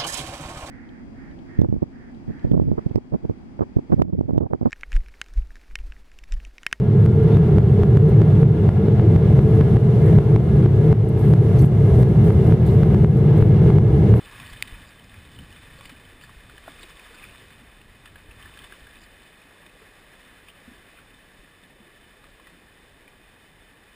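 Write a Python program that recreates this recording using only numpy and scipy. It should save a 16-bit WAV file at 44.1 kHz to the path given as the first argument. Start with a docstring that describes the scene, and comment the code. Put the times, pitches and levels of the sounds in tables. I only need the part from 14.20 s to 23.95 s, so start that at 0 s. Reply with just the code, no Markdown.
"""Paddle strokes splash and drip on a choppy sea, then wavelets gulp under a drifting plastic kayak.
The water is hissing, sloshing noise full of small ringing bubbles; the gulps are trapped air.
We listen from a camera in a waterproof case worn by the paddler: a hard tick strikes the case,
the hull is knocked once, and wind and movement rumble through the mount.
The camera samples slowly and holds each sample, which mirrors the water into a gritty treble."""
import sys
import numpy as np
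from scipy import signal
from scipy.fft import rfft, irfft, next_fast_len
from scipy.io import wavfile
from scipy.ndimage import map_coordinates

SR = 44100
rng = np.random.default_rng(int(sys.argv[2]) if len(sys.argv) > 2 else 0)


def dump(signal):
    """Clip the signal to [-1, 1] and save it as 16-bit WAV at the path in sys.argv[1]."""
    limited = np.clip(np.atleast_2d(signal).T, -1, 1)
    pcm = np.round(limited * 32767).astype(np.int16)
    wavfile.write(sys.argv[1], SR, pcm)


N = 429975


def amp(db):
    """Decibels to gain."""
    return 10 ** (np.asarray(db) / 20)


def unit(x):
    """x at rms 1."""
    return x / np.sqrt(np.mean(x ** 2) + 1e-20)


def along(points, hz):
    """An EQ curve: (frequency, value) points joined on a log frequency axis."""
    freqs, values = np.transpose(points)
    return np.interp(np.log(hz + 1), np.log(freqs + 1), values)


def fader(points):
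    """A fader ride: (time, value) points joined into one value per sample."""
    times, values = np.transpose(points)
    return np.interp(np.arange(N) / SR, times, values)


def wobble(rate):
    """A smooth random curve, rate knots a second."""
    knots = rng.standard_normal(int(N * rate / SR) + 4)
    return map_coordinates(knots, [np.arange(N) * rate / SR])


def add(track, s, sound):
    """Mix a sound into the track at s seconds."""
    part = track[max(round(s * SR), 0):][:len(sound)]
    part += sound[:len(part)]


def filtered(x, response):
    """Equalise x with a gain given as a function of frequency."""
    size = next_fast_len(N + SR // 2)
    return irfft(rfft(x, size) * response(np.fft.rfftfreq(size, 1 / SR)), size)[..., :N]


def impulse(spectrum, resonances=(), size=8192):
    """The minimum-phase click of a spectrum with resonant peaks on it."""
    hz = np.fft.rfftfreq(size, 1 / SR)
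    peaks_db = sum(db / (1 + (2 * (hz - centre) / width) ** 2) for centre, width, db in resonances)
    cepstrum = irfft(np.log(amp(along(spectrum, hz) + peaks_db)))
    causal_fold = 1 + np.sign(size // 2 - np.arange(size))
    causal_fold[0] = 1
    return irfft(np.exp(rfft(cepstrum * causal_fold)))


def through_case(x, spectrum):
    """x shaped by a spectrum and ringing in the waterproof case, at rms 1."""
    # Resonances of the case: (frequency [Hz], width [Hz], gain [dB])
    case_modes = [(1136, 130, 4), (1730, 320, 7.5), (2037, 470, 5), (2506, 210, 9), (3030, 250, 10.5),
                  (3350, 190, -2), (3542, 230, 11.5)]
    return unit(signal.fftconvolve(x, impulse(spectrum, case_modes))[:len(x)])


def bubbles(activity, low_hz, high_hz, cycles, spread_db, count, size=600):
    """A cloud of short rising rings, densest where the water is most active, at rms 1."""
    chance = np.cumsum(activity)
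    when, pitch, strength = rng.random((count, 3)).T[:, :, None]
    start = np.searchsorted(chance, when * chance[-1])
    hz = low_hz * (high_hz / low_hz) ** pitch
    turns = hz * np.arange(size) / SR
    age = np.minimum(turns / cycles, 10)
    gain = amp(-spread_db * np.log(strength + .02))
    rings = gain * np.exp(-age) * np.sin(2 * np.pi * turns * (1 + 0.021 * age))
    cloud = np.bincount((start + np.arange(size)).ravel(), rings.ravel(), len(chance))
    return unit(cloud[:len(chance)])


def rumble():
    """The mount sways with the paddler, then settles; wind booms on the case in lumps."""
    # Tone of the sway and of the wind: (frequency [Hz], relative level [dB])
    sway_eq = [(10, -13.5), (25, 5.5), (55, 4), (80, -8.5), (160, -32.5), (600, -65)]
    boom_eq = [(35, -17.5), (65, -2), (95, 1.5), (160, -7.5), (260, -10.5), (600, -55.5), (2000, -99)]
    # Gusts, steady once the boat drifts: (time [s], relative level [dB])
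    gusts = [(0.0, -57), (0.15, -48.5), (0.78, -56), (1.1, -49.5), (1.98, -59.5), (2.55, -59), (2.78, -65),
             (2.81, -79), (2.94, -61.5), (4.41, -58.5), (4.44, -65), (5.0, -68)]
    sway_db = fader([(4.75, -55.5), (5.04, -62)]) + 0.93 * wobble(11)
    sway = amp(sway_db) * through_case(rng.standard_normal(N), sway_eq)
    wind_db = fader(gusts) + 3 + 1.6 * wobble(14)
    wind = amp(wind_db) * through_case(rng.standard_normal(N), boom_eq)
    return sway + wind


def jolts():
    """Soft low thumps: the mount swings for a few cycles after each jolt."""
    # Jolts of the mount: (time [s], pitch [Hz], level [dB], t60 [s])
    thumps = [(0.321, 42, -36, 0.19), (0.524, 40, -28.5, 0.14), (1.66, 45, -39, 0.13),
              (2.165, 52, -37, .13), (4.086, 50, -38, .12), (4.44, 40, -42, .15), (4.62, 55.3, -41, .15),
              (6.49, 60, -46, 0.14), (7.19, 35, -44, 0.13)]
    out, t = np.zeros(N), np.arange(SR // 4) / SR
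    for s, hz, db, t60 in thumps:
        add(out, s, -amp(db - 60 * t / t60) * np.sin(2 * np.pi * hz * t))
    return out


def slosh(lift_db):
    """Chop rolls along the hull with large soft bubbles in it, partly following the water's lift."""
    # Body of the chop: (frequency [Hz], relative level [dB])
    slosh_eq = [(60, -27.5), (150, 3.5), (260, 0), (350, -0.5), (480, 0), (700, -4), (1130, -7.5),
                (1500, -14), (2500, -45.5), (6000, -85)]
    calm_db, follow = -59, .52
    level_db = calm_db + follow * lift_db
    gurgle = bubbles(amp(level_db), 239, 993, cycles=2.13, spread_db=-1, count=1200, size=2000)
    chop = through_case(rng.standard_normal(N) + amp(-17.5) * gurgle, slosh_eq)
    return amp(level_db + 0.19 * wobble(11)) * chop


def froth(level_db, spectrum, cloud, cloud_db, surge_db):
    """An even rush of sea; nearer bubbles and surges come forward as its level rises."""
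    activity = amp(np.minimum(level_db - np.median(level_db), 2))
    share = amp(cloud_db) * activity
    mix = through_case(rng.standard_normal(N), spectrum) + share * through_case(cloud, spectrum)
    return amp(level_db + surge_db * activity) * mix / np.sqrt(1 + share ** 2)


def paddling():
    """How hard the blades stir the water: each stroke builds, holds through its pull and dies away."""
    # Paddle strokes: (start of full pull [s], length [s], relative level [dB])
    strokes = [(0.1, .27, -53), (1.1, .58, -58.5), (2.5, .66, -55), (4.3, .3, -57.5)]
    attack_s, release_s = .3, .3
    stir, t = np.zeros(N), np.arange(N) / SR
    for s, length, db in strokes:
        build = np.minimum((t - s) / attack_s, 0)
        fade = np.maximum((t - s - length) / release_s, 0)
        stir += amp(db) * np.exp(build - fade)
    return stir


def blade_swirl(stir, churn):
    """The blades tear the water into a surging rush with bubbling eddies."""
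    # Tone of stirred water: (frequency [Hz], relative level [dB])
    swirl_eq = [(300, -10.5), (700, -1.5), (1150, 1.5), (1700, -0.5), (2350, -3.5), (3600, -23),
                (6000, -35)]
    eddies = bubbles(stir, 937, 2390, cycles=3.2, spread_db=4.5, count=1200)
    rush = through_case(rng.standard_normal(N), swirl_eq)
    torn = rush + amp(-10) * through_case(eddies, swirl_eq)
    return amp(-0.2 + 2.5 * churn) * stir * torn


def water(stir):
    """The sea bed: slosh under a hull wash, fine fizz and blade swirl that surge together."""
    # Water running along the hull, easing as the boat drifts: (time [s], relative level [dB])
    flow = [(0, -56.5), (1.1, -57.5), (3.1, -58), (3.55, -60), (4.8, -57), (6.6, -57), (7.3, -59),
            (9.75, -59.5)]
    # Tone of the wash and of the fizz: (frequency [Hz], relative level [dB])
    wash_eq = [(300, -8.5), (700, -2), (1050, -4), (1800, 0.5), (2600, -6), (3600, -21.5), (6000, -40)]
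    fizz_eq = [(1000, -28), (1900, -7), (2500, -1), (3100, -2), (3800, 0), (4500, -3.5), (5200, -1),
               (6000, -10.5)]
    flow_db = fader(flow)
    churn = unit(wobble(11) + wobble(40))

    def blend_db(flow_gain_db, stroke_gain_db):
        """Flow and strokes summed in power."""
        return 20 * np.log10(np.hypot(amp(flow_db + flow_gain_db), amp(stroke_gain_db) * stir))

    coarse = bubbles(amp(flow_db) ** 2, 897, 2400, cycles=3, spread_db=2.5, count=2500)
    wash = froth(flow_db + 1.5, wash_eq, coarse, cloud_db=-8.5, surge_db=0.69 * churn)
    fizz_db = blend_db(-0.45, 0.78)
    fine = bubbles(amp(fizz_db) ** 2, 2104, 6620, cycles=3.4, spread_db=6.5, count=3000)
    fizz = froth(fizz_db, fizz_eq, fine, cloud_db=-9.5, surge_db=0.68 * churn)
    lift_db = blend_db(0, -6) - flow_db.min()
    return slosh(lift_db) + wash + fizz + blade_swirl(stir, churn)


def sprinkles():
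    """Each shower is a few dozen tiny rings of about one size, swelling and fading."""
    # Showers of drops and bubbles: (centre time [s], pitch [Hz], level [dB], half length [s])
    showers = [(0.29, 1800, -52, 0.093), (0.312, 4270, -57, .035), (0.674, 4700, -60, .04),
               (1.645, 4500, -59, 0.07), (2.038, 4560, -59.5, .03), (2.627, 4350, -53, 0.009),
               (2.95, 4600, -55, .006), (3.047, 2460, -52.5, .08), (4.832, 4720, -58, 0.033),
               (6.297, 2850, -51.5, .016), (6.776, 2490, -55, .025)]
    out = np.zeros(N)
    for s, hz, db, half_s in showers:
        span = np.linspace(-2, 2, round(4 * half_s * SR))
        swell = np.exp(-span ** 2)
        even = np.ones(len(span))
        drops = bubbles(even, 0.924 * hz, 1.07 * hz, cycles=9.2, spread_db=5, count=70, size=400)
        add(out, s - 2 * half_s, amp(db) * swell * drops)
    return out


def hull_knock():
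    """One dull knock rings the damped plastic hull."""
    # Modes of the hull: (frequency [Hz], relative level [dB], t60 [s])
    hull_modes = [(425, -16, 0.032), (680, 4, 0.023), (788, 2, 0.016), (1070, -2, 0.019),
                  (1400, 1.5, 0.017)]
    out, t = np.zeros(N), np.arange(SR // 10) / SR
    ring = sum(amp(db - 60 * t / t60) * np.sin(2 * np.pi * hz * t) for hz, db, t60 in hull_modes)
    attack = 1 - np.exp(-t / 0.0014)
    add(out, s=2.4785, sound=-amp(-29) * attack * ring)
    return out


def case_tick():
    """One hard, sharp tick right on the case."""
    # Tone of the tick: (frequency [Hz], relative level [dB])
    tick_eq = [(300, -34), (700, -34), (1050, -11), (1400, -14), (1700, -3), (1980, 7.5), (2450, 8.5),
               (3100, -2.5), (3700, 2), (4250, -10), (4700, 0.5), (5400, -13.5)]
    out = np.zeros(N)
    add(out, s=0.42485, sound=-amp(7.2) * impulse(tick_eq))
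    return out


def gulps():
    """Trapped air swells, rings and rises a little in pitch as it fades."""
    # Air pockets closing under hull and blade: (time [s], start pitch [Hz], relative level [dB], t60 [s])
    pockets = [(1.585, 520, -39, .04), (1.721, 252, -35, 0.057), (2.337, 388, -42.5, 0.055),
               (2.483, 274, -39.5, .06), (2.640, 350, -39, 0.046), (2.905, 450, -42, 0.06),
               (3.411, 228, -45, 0.11), (5.250, 268, -47, .08), (5.616, 420, -37.5, .04),
               (6.477, 228, -33.5, 0.061), (6.514, 240, -33.5, 0.036), (7.600, 208, -43, 0.086),
               (7.624, 324, -42, 0.051), (8.32, 170, -49, 0.13)]
    out, t = np.zeros(N), np.arange(SR // 4) / SR
    attack = 1 - np.exp(-t / 0.0047)
    for s, hz, db, t60 in pockets:
        phase = 2 * np.pi * hz * t * (1 + .1 * t / t60)
        add(out, s, amp(db + 2.5 - 60 * t / t60) * attack * np.sin(phase))
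    return out


def drips(stir, count):
    """Stray drops off the blade, thickest around each pull, as rows for splashes()."""
    low_hz, high_hz, spread_db = 1050, 3700, 5
    when, pitch, ring, burst = rng.random((count, 4)).T
    chance = np.cumsum(stir)
    s = np.searchsorted(chance, when * chance[-1]) / SR
    hz = low_hz * (high_hz / low_hz) ** pitch
    bubble_db = -57.5 + spread_db * (2 * ring - 1)
    spatter_db = -53 + spread_db * (2 * burst - 1)
    return list(zip(s, hz, bubble_db, spatter_db))


def splashes(stray_drops):
    """Each drop rings a short rising bubble amid a burst of spatter, with a thin patter after it."""
    # The nearest splashes: (time [s], bubble pitch [Hz], bubble level [dB], spatter level [dB])
    near_drops = [(0.1994, 2530, -45.5, -43.5), (0.3316, 3360, -52, -45), (0.4747, 3660, -54, -42),
                  (1.05, 3660, -55, -53), (1.188, 2960, -47, -51), (1.36, 1700, -59, -49),
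                  (1.609, 1080, -47.5, -45.5), (1.6543, 2890, -47.5, -44), (1.694, 774, -57, -44),
                  (2.0372, 1720, -47.5, -48.5), (2.0941, 1120, -50, -57), (2.2967, 1450, -50, -53),
                  (2.3795, 1700, -46.5, -49), (2.6312, 3770, -47, -44.5), (2.9444, 1460, -50, -60),
                  (3.8566, 3380, -56, -44), (3.957, 1630, -47, -49.5), (4.1111, 2580, -50, -54),
                  (4.2256, 3060, -51, -52), (4.258, 1730, -44.5, -59), (4.373, 1650, -49, -48),
                  (4.3893, 3150, -47, -50), (4.4412, 3510, -49, -46.5), (4.523, 1620, -43.5, -53),
                  (4.6686, 1610, -50, -54), (5.463, 2390, -54, -49.5), (6.2844, 2560, -51, -49.5),
                  (6.7874, 1490, -53, -55), (7.435, 3550, -55.5, -55), (8.041, 1200, -57, -53),
                  (8.1973, 1030, -54, -58), (8.2701, 1920, -53, -51.5), (8.8782, 2340, -51.5, -54)]
    # Tone of the spatter: (frequency [Hz], relative level [dB])
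    spatter_eq = [(300, -9), (1000, 0.5), (2000, -0.5), (3500, -2.5), (5500, -9.5)]
    out, t = np.zeros(N), np.arange(SR // 8) / SR
    attack = 1 - np.exp(-t / 0.00037)
    glide = 1.03 - .06 * np.exp(-t / .006)
    burst, patter = amp(-60 * t / 0.025), amp(-10 - 60 * t / 0.13)
    trim = np.sqrt(SR / 100 / len(t))  # a drop carries the energy of 10 ms at its levels
    for s, hz, bubble_db, spatter_db in list(near_drops) + stray_drops:
        bubble = attack * amp(-60 * t / 0.029) * np.sin(2 * np.pi * hz * glide * t)
        spatter = through_case(attack * (burst + patter) * rng.standard_normal(len(t)), spatter_eq)
        add(out, s, trim * (amp(bubble_db) * unit(bubble) + amp(spatter_db) * spatter))
    return out


def scene():
    """Everything reaches one microphone inside the case, the same on both channels."""
    stir = paddling()
    sea = water(stir) + sprinkles() + gulps() + splashes(drips(stir, count=16))
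    return np.tile(rumble() + jolts() + hull_knock() + case_tick() + sea, (2, 1))


def record(dry):
    """Sample-and-hold grit: the sound mirrors about the hold rate, weaker the nearer it lands to it."""
    # The camera's roll-off around half its hold rate: (frequency [Hz], gain [dB])
    roll_off = [(5200, -0.5), (5600, -1.5), (5950, -7), (6100, -40), (7000, -100)]
    hold_hz, top_hz = 12000, 15350
    narrow = filtered(dry, lambda hz: amp(along(roll_off, hz)))
    mirrored = narrow * (1 + 2 * np.cos(2 * np.pi * hold_hz * np.arange(N) / SR))
    return filtered(mirrored, lambda hz: np.sinc(hz / hold_hz) * (hz < top_hz))


dry = scene()
out = record(dry)
dump(out)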